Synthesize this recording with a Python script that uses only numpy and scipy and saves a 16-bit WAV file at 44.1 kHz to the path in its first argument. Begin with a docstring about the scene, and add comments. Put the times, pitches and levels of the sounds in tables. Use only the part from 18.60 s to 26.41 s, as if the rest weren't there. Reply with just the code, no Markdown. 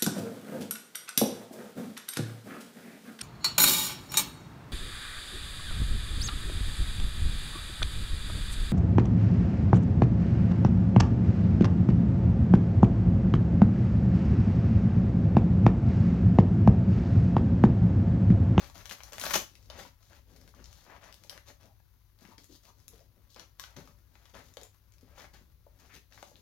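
"""A fitted cloth cover, pulled tight by two hands over a car headrest, rubs in countless tiny slips.
It lies on a cloth-covered table in a small room, near a stereo microphone and louder on the left.
The stiff hem snaps, taut cloth groans, a plastic edge strip clicks, and early on a hook-and-loop
flap tears open, faintly ringing the steel posts. The padded body bumps dully.
Under it all lie room air, a low mains hum and the rumble of the table."""
import sys
import numpy as np
from scipy import signal
from scipy.fft import rfft, irfft
from scipy.io import wavfile
from scipy.ndimage import uniform_filter1d

SR = 44100
rng = np.random.default_rng(int(sys.argv[2]) if len(sys.argv) > 2 else 0)


def bounce(signal):
    """Save signal as a 16-bit WAV file at the path given by the first command-line argument."""
    frames = np.transpose(np.atleast_2d(signal))
    limited = np.clip(frames, -1, 1)
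    pcm = np.round(limited * 32767).astype(np.int16)
    wavfile.write(sys.argv[1], SR, pcm)


N = 344421


def amp(db):
    """Decibels as a gain."""
    return 10 ** (np.asarray(db) / 20)


def unit(x):
    """The signal scaled to an RMS of 1."""
    return x / np.sqrt(np.mean(x ** 2) + 1e-20)


def spectrum_at(points, hz):
    """A spectrum joined by straight lines on a log-frequency axis."""
    f, value = np.transpose(points)
    return np.interp(np.log(hz + 1), np.log(f + 1), value)


def fader(points):
    """Rows of t/s, level/dB as a gain for every sample."""
    times, levels_db = np.transpose(points)
    return amp(np.interp(np.arange(N) / SR, times, levels_db))


def wander(db, per_s):
    """A gain that drifts by about db, reaching a new random value per_s times a second."""
    knots = rng.standard_normal(400)
    return amp(db * np.interp(np.arange(N) / SR * per_s, np.arange(len(knots)), knots))


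def add(mix, start_s, sound):
    """Mix a sound in from start_s on."""
    part = mix[max(round(start_s * SR), 0):][:len(sound)]
    part += sound[:len(part)]


def causal_pulse(shape, size=2048):
    """The shortest causal pulse whose spectrum in dB is shape(Hz)."""
    hz = abs(np.fft.fftfreq(size, 1 / SR))
    log_gain = np.log(amp(np.maximum(shape(hz), -90)))
    return np.fft.ifft(np.exp(np.conj(signal.hilbert(log_gain)))).real[:size // 2]


def colour(x, points):
    """Filter by rows of f/Hz, level/dB."""
    return signal.oaconvolve(x, causal_pulse(lambda hz: spectrum_at(points, hz)))[:N]


def resonate(x, hz, width_hz):
    """A resonance of gain 1 at a fixed or moving pitch."""
    turn = np.exp(2j * np.pi * np.cumsum(hz * np.ones(len(x))) / SR)
    pole = np.exp(-np.pi * width_hz / SR)
    return 2 * (turn * signal.lfilter([1 - pole], [1, -pole], x / turn + 1e-18)).real


def slips(per_s, spread_db, clump_db):
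    """Tiny slips of uneven size that come in clumps a few milliseconds long."""
    size = amp(spread_db * np.minimum(rng.exponential(1, N), 4)) * rng.choice([-1, 1], N)
    clumps = amp(clump_db * unit(uniform_filter1d(rng.standard_normal(N), 300)))
    return size * clumps * (rng.random(N) < per_s / SR)


def friction(points, per_s, spread_db, clump_db, uneven_db, folds=4):
    """Slips land on several folds of cloth, each with its own colour; the load wanders among them."""
    out, hz = np.zeros(N), np.geomspace(100, 16000, 40)
    knots = np.arange(0, N, SR // 25)
    for _ in range(folds):
        fold_db = spectrum_at(points, hz) + uneven_db * rng.standard_normal(len(hz))
        load = np.interp(np.arange(N), knots, rng.uniform(0.13, 1, len(knots)))
        slipping = slips(per_s / folds, spread_db, clump_db)
        out += load * unit(colour(slipping, np.transpose([hz, fold_db])))
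    return unit(out)


# Hand strokes over the cover: t/s, length/s, attack/s, rub level/dB,
# drag/dB re rub, fizz/dB re rub, swell from start to end/dB
STROKES = [(0, 0.08, 0.0026, -57, -3.5, -0.5, -8), (0.141, 0.074, .01, -56, -9, 0, 0),
           (0.242, .04, 0.009, -61.5, -6.5, 2, -2), (.3, 0.025, 0.013, -48.5, -8, 5.5, -3.5),
           (0.323, 0.17, .01, -67.5, -4.5, 2.5, 7), (0.515, 0.088, 0.013, -56, -5.5, 0, -13),
           (.595, .17, .02, -56.5, 2, 10.5, 5), (0.863, 0.33, .03, -80, 8, 6.5, -5),
           (1.091, 0.083, 0.018, -56, -4, -6.5, 7), (1.174, 0.1, 0.0082, -55, -2.5, 0, -10),
           (1.397, .09, .015, -77, -11, 8.5, 0), (1.49, 0.1, 0.023, -63, -5.5, -4.5, -6),
           (1.655, 0.25, 0.052, -73, 8.5, 3.5, -3.5), (1.933, 0.07, 0.024, -66, 1, -2, 9.5),
           (2.009, 0.25, 0.012, -70, -2, 4.5, 0), (2.254, 0.12, 0.06, -54.5, -3.5, -8.5, -5),
           (2.405, .11, 0.028, -56, -9.5, -5.5, -9), (2.524, .15, .01, -74.5, -8, 3, 9),
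           (2.695, 0.072, 0.019, -57.5, -9, -4, -7), (2.852, .05, 0.035, -55.5, -7.5, -0.5, -1),
           (2.994, 0.085, 0.011, -68.5, 2, -2.5, -5), (3.58, .15, 0.043, -66, -5.5, 0.5, 2),
           (3.775, 0.089, .008, -74.5, 3.5, 9.5, -7), (3.878, 0.082, 0.038, -72, 2, 14.5, -1),
           (4.018, 0.082, 0.048, -67.5, 3, 5, -5), (4.13, 0.21, .03, -88.5, 14, 13, 0),
           (4.309, 0.15, 0.019, -76.5, 6, 4, -10), (4.554, 0.04, 0.016, -82, 17, -9, -6),
           (4.69, 0.068, 0.011, -81.5, 0, 18.5, -1), (4.749, 0.077, 0.019, -61, 1, -2.5, 2.5),
           (4.982, 0.067, 0.026, -60.5, -22, 3, 0), (5.062, .08, 0.019, -65, -24, -5, -8),
           (5.159, 0.052, 0.0099, -55, 1, -3.5, -5), (5.225, 0.088, 0.018, -73.5, 11.5, 5.5, -2),
           (5.521, 0.19, .025, -70.5, -6, -1.5, 5), (5.736, 0.079, 0.0068, -55, -5.5, -2, -9),
           (5.82, .1, .02, -71, 0, 2, 2), (5.972, 0.09, .01, -65, 0.5, -1, -2),
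           (6.303, 0.081, .01, -90.5, 11, 5, 0), (6.405, 0.25, 0.015, -68.5, 1.5, -5, 15),
           (6.548, 0.1, 0.047, -54.5, -9.5, -2.5, -10), (6.731, 0.087, .008, -65, -4.5, -1, -17.5),
           (7.184, 0.16, 0.0079, -71, -3.5, 1, -10.5), (7.318, 0.047, 0.048, -57.5, -3, 5.5, -1),
           (7.501, 0.18, 0.013, -69, 0.5, 5, 1), (7.676, 0.12, .02, -77, 8.5, 6, 5)]


def stroking(grip_db=-91, release_s=0.022):
    """Gains of rub, drag and fizz: strokes take hold, swell or ease, and let go over a restless grip."""
    t = np.arange(N) / SR
    grip = amp(grip_db + np.array([[0], [13], [2]]))  # rub, drag, fizz
    power = (grip * wander(db=4.5, per_s=6)) ** 2
    for start_s, length_s, attack_s, db, drag_db, fizz_db, swell_db in STROKES:
        age = t[:int((length_s + release_s) * SR)]
        gate = np.minimum(age / attack_s, 1) * np.clip(1 - (age - length_s) / release_s, 0, 1)
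        stroke = gate * amp(db + swell_db * (np.minimum(age / length_s, 1) - 0.5))
        for layer, layer_db in zip(power, (0, drag_db, fizz_db)):
            add(layer, start_s, (amp(layer_db) * stroke) ** 2)
    return np.sqrt(power)


# Spectra of the sliding cloth, right at the cover: f/Hz, level/dB
DRAG_COLOUR = [(50, -20.5), (140, -0.5), (250, 1), (420, -4), (700, -14), (2000, -72.5)]
RUB_COLOUR = [(200, -30), (450, -4), (650, 0), (1000, -1), (1900, -3), (3000, -13), (6000, -32),
              (12000, -60)]
SOFT_FIZZ_COLOUR = [(800, -30), (1700, 0), (2900, -1), (5000, -4), (7000, -8), (10000, -19), (16000, -20)]
BRIGHT_FIZZ_COLOUR = [(800, -13), (1900, -26.5), (2900, 2.5), (5000, 6), (7000, 2), (10000, -7),
                      (16000, -2.5)]


def cloth_rubbing(sharp_midpoint_db=-2.0, sharp_span_db=7.0):
    """Cloth slides on the padding: a low drag, a mid rub and the fizz of single fibres."""
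    rub_gain, drag_gain, fizz_gain = stroking()
    drag = friction(DRAG_COLOUR, per_s=900, spread_db=3, clump_db=1.5, uneven_db=5)
    rub = friction(RUB_COLOUR, per_s=3000, spread_db=2, clump_db=3.5, uneven_db=0.4)
    soft = friction(SOFT_FIZZ_COLOUR, per_s=7000, spread_db=5, clump_db=2.7, uneven_db=1.5)
    bright = friction(BRIGHT_FIZZ_COLOUR, per_s=4000, spread_db=3.5, clump_db=1, uneven_db=2.5)
    crackle = friction(BRIGHT_FIZZ_COLOUR, per_s=220, spread_db=4, clump_db=1, uneven_db=4)
    # a flat palm gives a dull fizz; a nail or an edge a bright one, with single fibres catching
    fizz_re_rub_db = 20 * np.log10(fizz_gain / rub_gain)
    sharp = 0.5 + 0.5 * np.tanh((fizz_re_rub_db - sharp_midpoint_db) / sharp_span_db)
    fizz = np.sqrt(1 - sharp) * soft + np.sqrt(sharp) * (bright + amp(-5) * crackle)
    return amp(1.5) * drag_gain * drag + amp(-0.62) * rub_gain * rub + amp(-1.2) * fizz_gain * fizz


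# Hollow modes of the headrest's shell: f/Hz, width/Hz, level/dB
SHELL_MODES = [(573, 23, 6.5), (840, 240, -13.5), (1140, 14, -12), (2350, 16, -46)]


def shell_ringing(cloth):
    """The cloth's sounds excite the hollow of the padded shell."""
    return sum(amp(db) * resonate(cloth, hz, width_hz) for hz, width_hz, db in SHELL_MODES)


# Likeness of the background at the two sides of the microphone: f/Hz, correlation/ratio
NOISE_LIKENESS = [(50, 0.95), (200, 0.016), (1000, 0), (4000, .1), (16000, 0.71)]


def stereo_noise(points):
    """Coloured noise, alike left and right in the deep bass and top treble, unrelated between."""
    hz = np.fft.rfftfreq(N, 1 / SR)
    left, other = rfft(rng.standard_normal((2, N)))
    same = spectrum_at(NOISE_LIKENESS, hz)
    right = same * left + np.sqrt(1 - same ** 2) * other
    return unit(irfft(np.array([left, right]) * amp(spectrum_at(points, hz)), N))


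# Steady room air and hiss at the microphone: f/Hz, level/dB
AIR_COLOUR = [(20, -48.5), (35, -14.5), (52, 13.5), (70, 4.5), (100, 5), (135, -6.5), (200, -14),
              (400, -16.5), (800, -34), (2000, -27.5), (4000, -21), (6500, -26), (8500, -40), (11000, -22),
              (14000, -21), (16000, -22)]
# Slow course of the table's rumble under the arms: t/s, level/dB
RUMBLE_LEVEL = [(0, -57), (.12, -51.5), (.35, -64), (.78, -51.5), (.95, -65), (1.12, -53), (1.4, -65.5),
                (2.1, -58), (2.65, -68), (3.1, -60.5), (3.7, -66.5), (4.599, -65), (5.201, -66),
                (5.85, -63.5), (6.15, -68), (6.82, -57), (7.2, -65), (7.81, -68)]


def room_tone(hum_hz=99.2):
    """Room air and microphone hiss, a mains hum, and the table rumbling under the arms."""
    hum = np.sqrt(2) * np.sin(2 * np.pi * hum_hz * np.arange(N) / SR)
    low_noise = stereo_noise([(20, -39), (32, -10), (46, -7), (60, 0.5), (78, -9), (105, -12),
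                              (160, -19), (400, -81)])
    rumble = fader(RUMBLE_LEVEL) * wander(db=0.5, per_s=6.5) * low_noise
    air = stereo_noise(AIR_COLOUR)
    return (amp(-68) * air + amp(-69) * hum + rumble) * amp([[3], [-5]])  # left, right


def hem_ticks(per_s=14, octaves=2.7, flutter_s=0.002, ring_hz=5200):
    """The hem ticks faintly at random moments within the strokes; returns rows like those of SNAPS."""
    wait, size, pitch = rng.random((200, 3)).T
    times = np.cumsum(-np.log(1 - wait)) / per_s
    levels_db = -63 + 0.5 * (1 - 2 * size)
    centres_hz = 3300 * 2 ** (2 * pitch - 1)
    return [(s, db, hz, octaves, flutter_s, ring_hz) for s, db, hz in zip(times, levels_db, centres_hz)
            if any(0 < s - start_s < length_s for start_s, length_s, *_ in STROKES)]


# Hem, fingernails and fastener hooks letting go:
# t/s, level/dB, centre f/Hz, spread/octaves, flutter decay/s, ring of the fold f/Hz
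SNAPS = [(0.0432, -51.5, 850, 2.3, 0.0019, 4000), (0.099, -52, 1130, 1.6, .0015, 6400),
         (0.1561, -49.5, 770, 1.4, .0039, 5600), (0.2066, -55, 700, 1.7, 0.0018, 1800),
         (0.2566, -43, 2640, 1.7, 0.0012, 5830), (.2627, -50, 3500, 1.9, 0.0012, 3950),
         (0.295, -43.5, 2650, 2.1, 0.0016, 2860), (0.2996, -43.5, 2650, 1.3, .0006, 3000),
         (0.311, -39, 2120, 0.57, 0.00082, 5630), (.3227, -44, 2670, 1.9, 0.0031, 5540),
         (0.4049, -46, 1650, 1.1, 0.0011, 2500), (.4345, -44.5, 2630, 2.4, 0.002, 5540),
         (.5224, -47, 1650, 2.7, .0026, 6600), (0.5327, -42, 2900, 2.8, 0.0013, 7000),
         (0.5823, -39, 1400, 1.9, 0.00094, 1860), (0.5974, -36.5, 5100, 2.1, 0.0014, 6300),
         (0.6135, -35.5, 2880, 2.4, 0.0028, 3500), (0.6383, -31.5, 1100, 2.3, .0014, 1700),
         (.6534, -35, 2000, 2.3, .0039, 3700), (.6652, -31.5, 690, 1.38, 0.0012, 5200),
         (.708, -30, 1000, 2.6, .0077, 1900), (0.7363, -24.5, 1800, 1.9, 0.0092, 6260),
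         (0.7411, -25.5, 2180, 1.02, 0.0068, 6200), (0.7546, -23, 1000, 2, 0.0067, 6600),
         (0.7578, -32, 700, 1.8, 0.0017, 5900), (.9535, -53.5, 3200, 1.2, 0.002, 2500),
         (1.1001, -47, 1500, 1.77, 0.0023, 4900), (1.429, -62.5, 2000, 1.2, 0.0018, 5900),
         (1.5318, -55.5, 1100, 1.57, 0.001, 1640), (1.7622, -55.5, 1810, 2.8, 0.0063, 4830),
         (1.815, -60, 1654, 2.1, 0.001, 5200), (1.8774, -56, 1800, 2.8, .0017, 1596),
         (1.9394, -56.5, 1000, 0.72, .003, 1150), (2.0425, -51.5, 4500, 0.72, 0.00047, 5200),
         (2.0572, -53.5, 3600, 1.1, 0.0013, 5200), (2.129, -53.5, 4250, 1.9, .0013, 5900),
         (2.5262, -50.5, 3620, 1.3, 0.0012, 5060), (2.543, -51.5, 3500, 2.5, .001, 5000),
         (2.6374, -52.5, 3880, 1.5, 0.00093, 5000), (2.6962, -39, 2610, 2.5, 0.0015, 4800),
         (2.777, -47, 1100, 2.1, 0.0015, 1710), (3.202, -65.5, 800, 1.8, .002, 950),
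         (3.6519, -54, 1130, 1.2, .0017, 2000), (3.782, -51, 2400, 1.17, .0018, 5000),
         (3.8433, -55, 9000, 1.8, .0007, 6750), (4.053, -57, 2470, 2.5, 0.0012, 3900),
         (4.2813, -46, 9930, 2.3, .0007, 10500), (4.393, -63, 1200, 1.6, 0.0016, 4870),
         (4.762, -51, 697, 1.97, .0013, 5000), (4.7961, -45, 3150, 1.12, 0.0022, 4850),
         (4.997, -39, 2000, 3.3, 0.0012, 5440), (5.0387, -44.5, 1650, 1.3, 0.0014, 3200),
         (5.1657, -48, 930, 2.3, 0.0043, 5500), (5.2746, -53.5, 756, 2.1, 0.0039, 1160),
         (5.5546, -56.5, 1250, 1.25, 0.0016, 1700), (5.6551, -57, 2600, 1.4, .0054, 3210),
         (5.752, -49, 930, 2.1, 0.00078, 1010), (5.9385, -57.5, 4720, 1.2, 0.0029, 6200),
         (5.97, -44, 797, 2.6, 0.0015, 4150), (6.014, -52.5, 1500, 2.4, 0.0022, 5200),
         (6.0332, -47, 3200, 1.9, 0.0016, 7200), (6.3216, -63, 4250, 1.36, 0.0016, 6900),
         (6.651, -54, 840, 1.03, .0016, 2000), (7.5229, -54.5, 2170, 0.81, 0.0031, 5800),
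         (7.5772, -50.5, 700, 1.35, .0025, 1600), (7.6274, -43, 704, 2, 0.0014, 785),
         (7.7564, -56, 3220, 0.43, 0.00052, 3700)]


def snapping(release=3.0, ring_db=-3, ring_cycles=1.22, gain_db=1.0):
    """Each snap is a release and a brief flutter of slips; the taut fold rings for a cycle or two."""
    out, t = np.zeros(N), np.arange(512) / SR
    events = SNAPS + hem_ticks()
    noises = rng.standard_normal((300, len(t)))
    for (start_s, db, centre_hz, octaves, flutter_s, ring_hz), noise in zip(events, noises):
        flutter = release * (t == 0) + noise * np.exp(-t / flutter_s)
        pulse = causal_pulse(lambda hz: -10 / np.log(10) * (np.log2((hz + 1) / centre_hz) / octaves) ** 2)
        crack = unit(np.convolve(flutter, pulse))
        fold = np.cos(2 * np.pi * ring_hz * t) * np.exp(-t * ring_hz / ring_cycles)
        snap = crack + amp(ring_db) * unit(np.convolve(crack, fold)[:len(crack)])
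        snap *= np.sqrt(0.004 * SR) / np.linalg.norm(snap)  # the energy of 4 ms at an RMS of 1
        add(out, start_s, amp(db + gain_db) * snap)
    return out


# Bumps on the padded body and hollow pops of the taut cover: t/s, level/dB, f/Hz
BUMPS = [(.164, -47, 186), (.666, -35, 533), (.757, -18.5, 574), (.762, -31, 213), (1.101, -36, 600),
         (1.186, -36.5, 544), (1.25, -37.5, 957), (2.003, -47, 229), (2.647, -46, 576), (3.619, -48.5, 227),
         (3.649, -47, 188), (3.687, -43, 230), (3.781, -47, 280), (4.334, -47.5, 458), (4.762, -41.5, 485),
         (4.996, -33, 1080), (5.038, -35, 1520), (5.166, -45, 188), (5.199, -52, 210), (5.741, -42.5, 564),
         (5.79, -42, 567), (5.97, -33.5, 544), (6.02, -40.5, 473), (6.43, -43, 254), (6.812, -49.5, 235),
         (7.066, -42.5, 585), (7.627, -41, 550), (7.715, -44.5, 575)]


def body_bumping(overtone_ratio=1.506, overtone_db=-8, rise_s=0.00093):
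    """A knuckle, a palm or a released fold sets the padded body swinging for a few cycles."""
    out, t = np.zeros(N), np.arange(SR // 5) / SR
    for start_s, db, hz in BUMPS:
        t60_s = 0.033 * (hz / 550) ** -0.67  # higher swings die sooner
        phase = 2 * np.pi * hz * t
        swing = np.sin(phase) + amp(overtone_db) * np.sin(overtone_ratio * phase)
        envelope = amp(-60 * t / t60_s) * (1 - np.exp(-t / rise_s))
        add(out, start_s, amp(db) * swing * envelope)
    return out


# Course of the tear along the flap: t/s, level/dB
PEEL_LEVEL = [(.58, -61), (.622, -41.5), (.672, -38.5), (.688, -45), (.712, -31), (.728, -57), (.741, -25),
              (0.763, -27.5), (.79, -73)]
# Spectrum of the tearing hooks, right at the flap: f/Hz, level/dB
PEEL_COLOUR = [(60, -48), (200, 8.5), (400, -17), (600, -3), (1000, 9.5), (1900, 5.5), (3000, -3),
               (5000, -1), (6500, -5), (10000, -4), (16000, 0.5)]


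def flap_peeling():
    """Hooks tear from their loops in ragged rows, harder and harder until the flap comes free."""
    hooks = friction(PEEL_COLOUR, per_s=2200, spread_db=3.6, clump_db=3.4, uneven_db=1.2)
    return amp(-1.5) * fader(PEEL_LEVEL) * hooks


# Modes of the headrest's steel posts: f/Hz, width/Hz, level/dB
POST_MODES = [(4557, 10, 3), (6023, 9, 13), (6497, 12, 1), (8298, 8, 12)]


def posts_ringing(tear):
    """Only the hard tug on the flap shakes the steel posts into a thin, high ring."""
    return sum(amp(db) * resonate(tear, hz, width_hz) for hz, width_hz, db in POST_MODES)


# Groans and rasps of the taut cover, and two low, dull thumps:
# t/s, length/s, level/dB, start f/Hz, end f/Hz, width/Hz
GROANS = [(0.758, .04, -48, 247, 218, 130), (2.302, 0.076, -58.5, 800, 771, 450),
          (3.001, 0.14, -66, 615, 750, 200), (3.704, 0.033, -57.5, 1080, 860, 260),
          (3.886, 0.054, -55.5, 260, 345, 80), (4.056, 0.057, -62.5, 895, 1040, 300),
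          (4.35, 0.098, -67, 500, 600, 159), (5.16, 0.039, -51, 191, 162, 159),
          (6.57, 0.07, -60, 1500, 1790, 700), (7.282, 0.11, -59, 1660, 2340, 913)]


def cloth_groaning():
    """Rough noise drives a gliding resonance: taut cloth groans or rasps, and the lowest bursts thump."""
    out = np.zeros(N)
    for start_s, length_s, db, start_hz, end_hz, width_hz in GROANS:
        hz = np.linspace(start_hz, end_hz, int(length_s * SR))
        roughness = rng.standard_normal(SR)[:len(hz)]
        groan = unit(resonate(resonate(roughness, hz, width_hz), hz, 2 * width_hz))
        add(out, start_s, amp(db) * groan * signal.windows.tukey(len(hz), 0.5))
    return out


# Modes of the cover's plastic edge strip: f/Hz, level/dB, T60/s
STRIP_MODES = [(3080, 0, 0.015), (3620, 0, 0.018), (4360, 0, 0.014), (5300, -1, .014), (6300, -9, .012)]
# The strip catching or springing loose: t/s, level/dB
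STRIP_CLICKS = [(1.1008, -39), (2.0445, -56), (2.696, -44.5), (4.9972, -43), (5.038, -54)]


def strip_clicking(rise_s=0.00037):
    """The plastic strip is flicked and its few modes die within milliseconds."""
    out, t = np.zeros(N), np.arange(SR // 20) / SR
    ring = sum(amp(db - 60 * t / t60_s) * np.sin(2 * np.pi * hz * t) for hz, db, t60_s in STRIP_MODES)
    for start_s, db in STRIP_CLICKS:
        add(out, start_s, amp(db) * ring * (1 - np.exp(-t / rise_s)))
    return out


# Decay of the small room around the table: f/Hz, T60/s
ROOM_T60 = [(100, 0.21), (500, 0.21), (1400, 0.24), (4000, 0.26), (10000, 0.24), (16000, 0.24)]


def room_tail(build_s=0.0044):
    """A pair of diffuse tails, alike mainly in the bass, each band dying at its own speed."""
    reflections = rng.standard_normal((2, SR // 2)) * (rng.random((2, SR // 2)) < 0.15)
    hz, t, bands = signal.stft(reflections, SR, nperseg=256)
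    same = spectrum_at([(300, 0.99), (1000, 0), (2500, 0), (6000, 0.28)], hz)[:, None]
    bands[1] = same * bands[0] + np.sqrt(1 - same ** 2) * bands[1]
    envelope = amp(-60 * t / spectrum_at(ROOM_T60, hz)[:, None]) * (1 - np.exp(-t / build_s))
    tail = signal.istft(bands * envelope, SR, nperseg=256)[1]
    return tail / np.linalg.norm(tail[0])


def small_room(x, echo_db=-10, echo_s=0.0061, tails=3):
    """Direct sound and one near reflection favour the microphone's left side; a short tail follows."""
    # an 11 Hz crossfade among several tails keeps the reverberation smooth, without ringing pitches
    turn = 2 * np.pi * 11 * np.arange(N) / SR
    shares = [np.sqrt(2 / tails) * np.cos(turn + np.pi * k / tails) for k in range(tails)]
    reverb = sum(signal.oaconvolve((x * share)[None], room_tail(), axes=1)[:, :N] for share in shares)
    left = x + amp(echo_db) * np.pad(x, (round(echo_s * SR), 0))[:N]
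    shaded = colour(x, [(100, -11), (600, -9), (2000, -12.5), (6000, -12), (14000, -10.5)])
    right = np.roll(shaded, 2)  # arrives two samples later
    return amp(2.5) * (np.array([left, right]) + reverb * amp([[-4], [-9]]))


# Response of the microphone: f/Hz, level/dB
MIC_RESPONSE = [(100, -3.5), (5000, -0.5), (6600, 2), (7800, -4), (9000, -4.5), (11000, 3.5), (14000, 1.5),
                (16000, -9.5)]
# Where the hands work, as the gain on the microphone's right side: t/s, level/dB
HAND_PLACE = [(0, -0.5), (.45, -0.5), (.62, 2.5), (.85, 0), (1.6, 0.5), (2.1, -1), (2.8, 0), (4.4, -0.5),
              (5.2, .5), (5.8, -0.5), (6.5, .5), (7.3, 0.5)]


def scene():
    """Cover and headrest as heard at the stereo microphone, over the tone of the room."""
    tear = flap_peeling()
    cloth = cloth_rubbing() + tear + snapping()
    headrest = cloth + shell_ringing(cloth) + body_bumping() + cloth_groaning() + strip_clicking()
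    left, right = small_room(colour(headrest, MIC_RESPONSE))
    posts = colour(posts_ringing(tear), MIC_RESPONSE) * amp([[4], [-2]])  # left, right
    return np.array([left, right * fader(HAND_PLACE)]) + posts + room_tone()


def record(dry, edge_hz=16100):
    """The recorder's band limit: a steep low-pass."""
    low_pass = signal.firwin(511, edge_hz, window=("kaiser", 9), fs=SR)
    return signal.oaconvolve(dry, low_pass[None], "same")


dry = scene()
out = record(dry)
bounce(out)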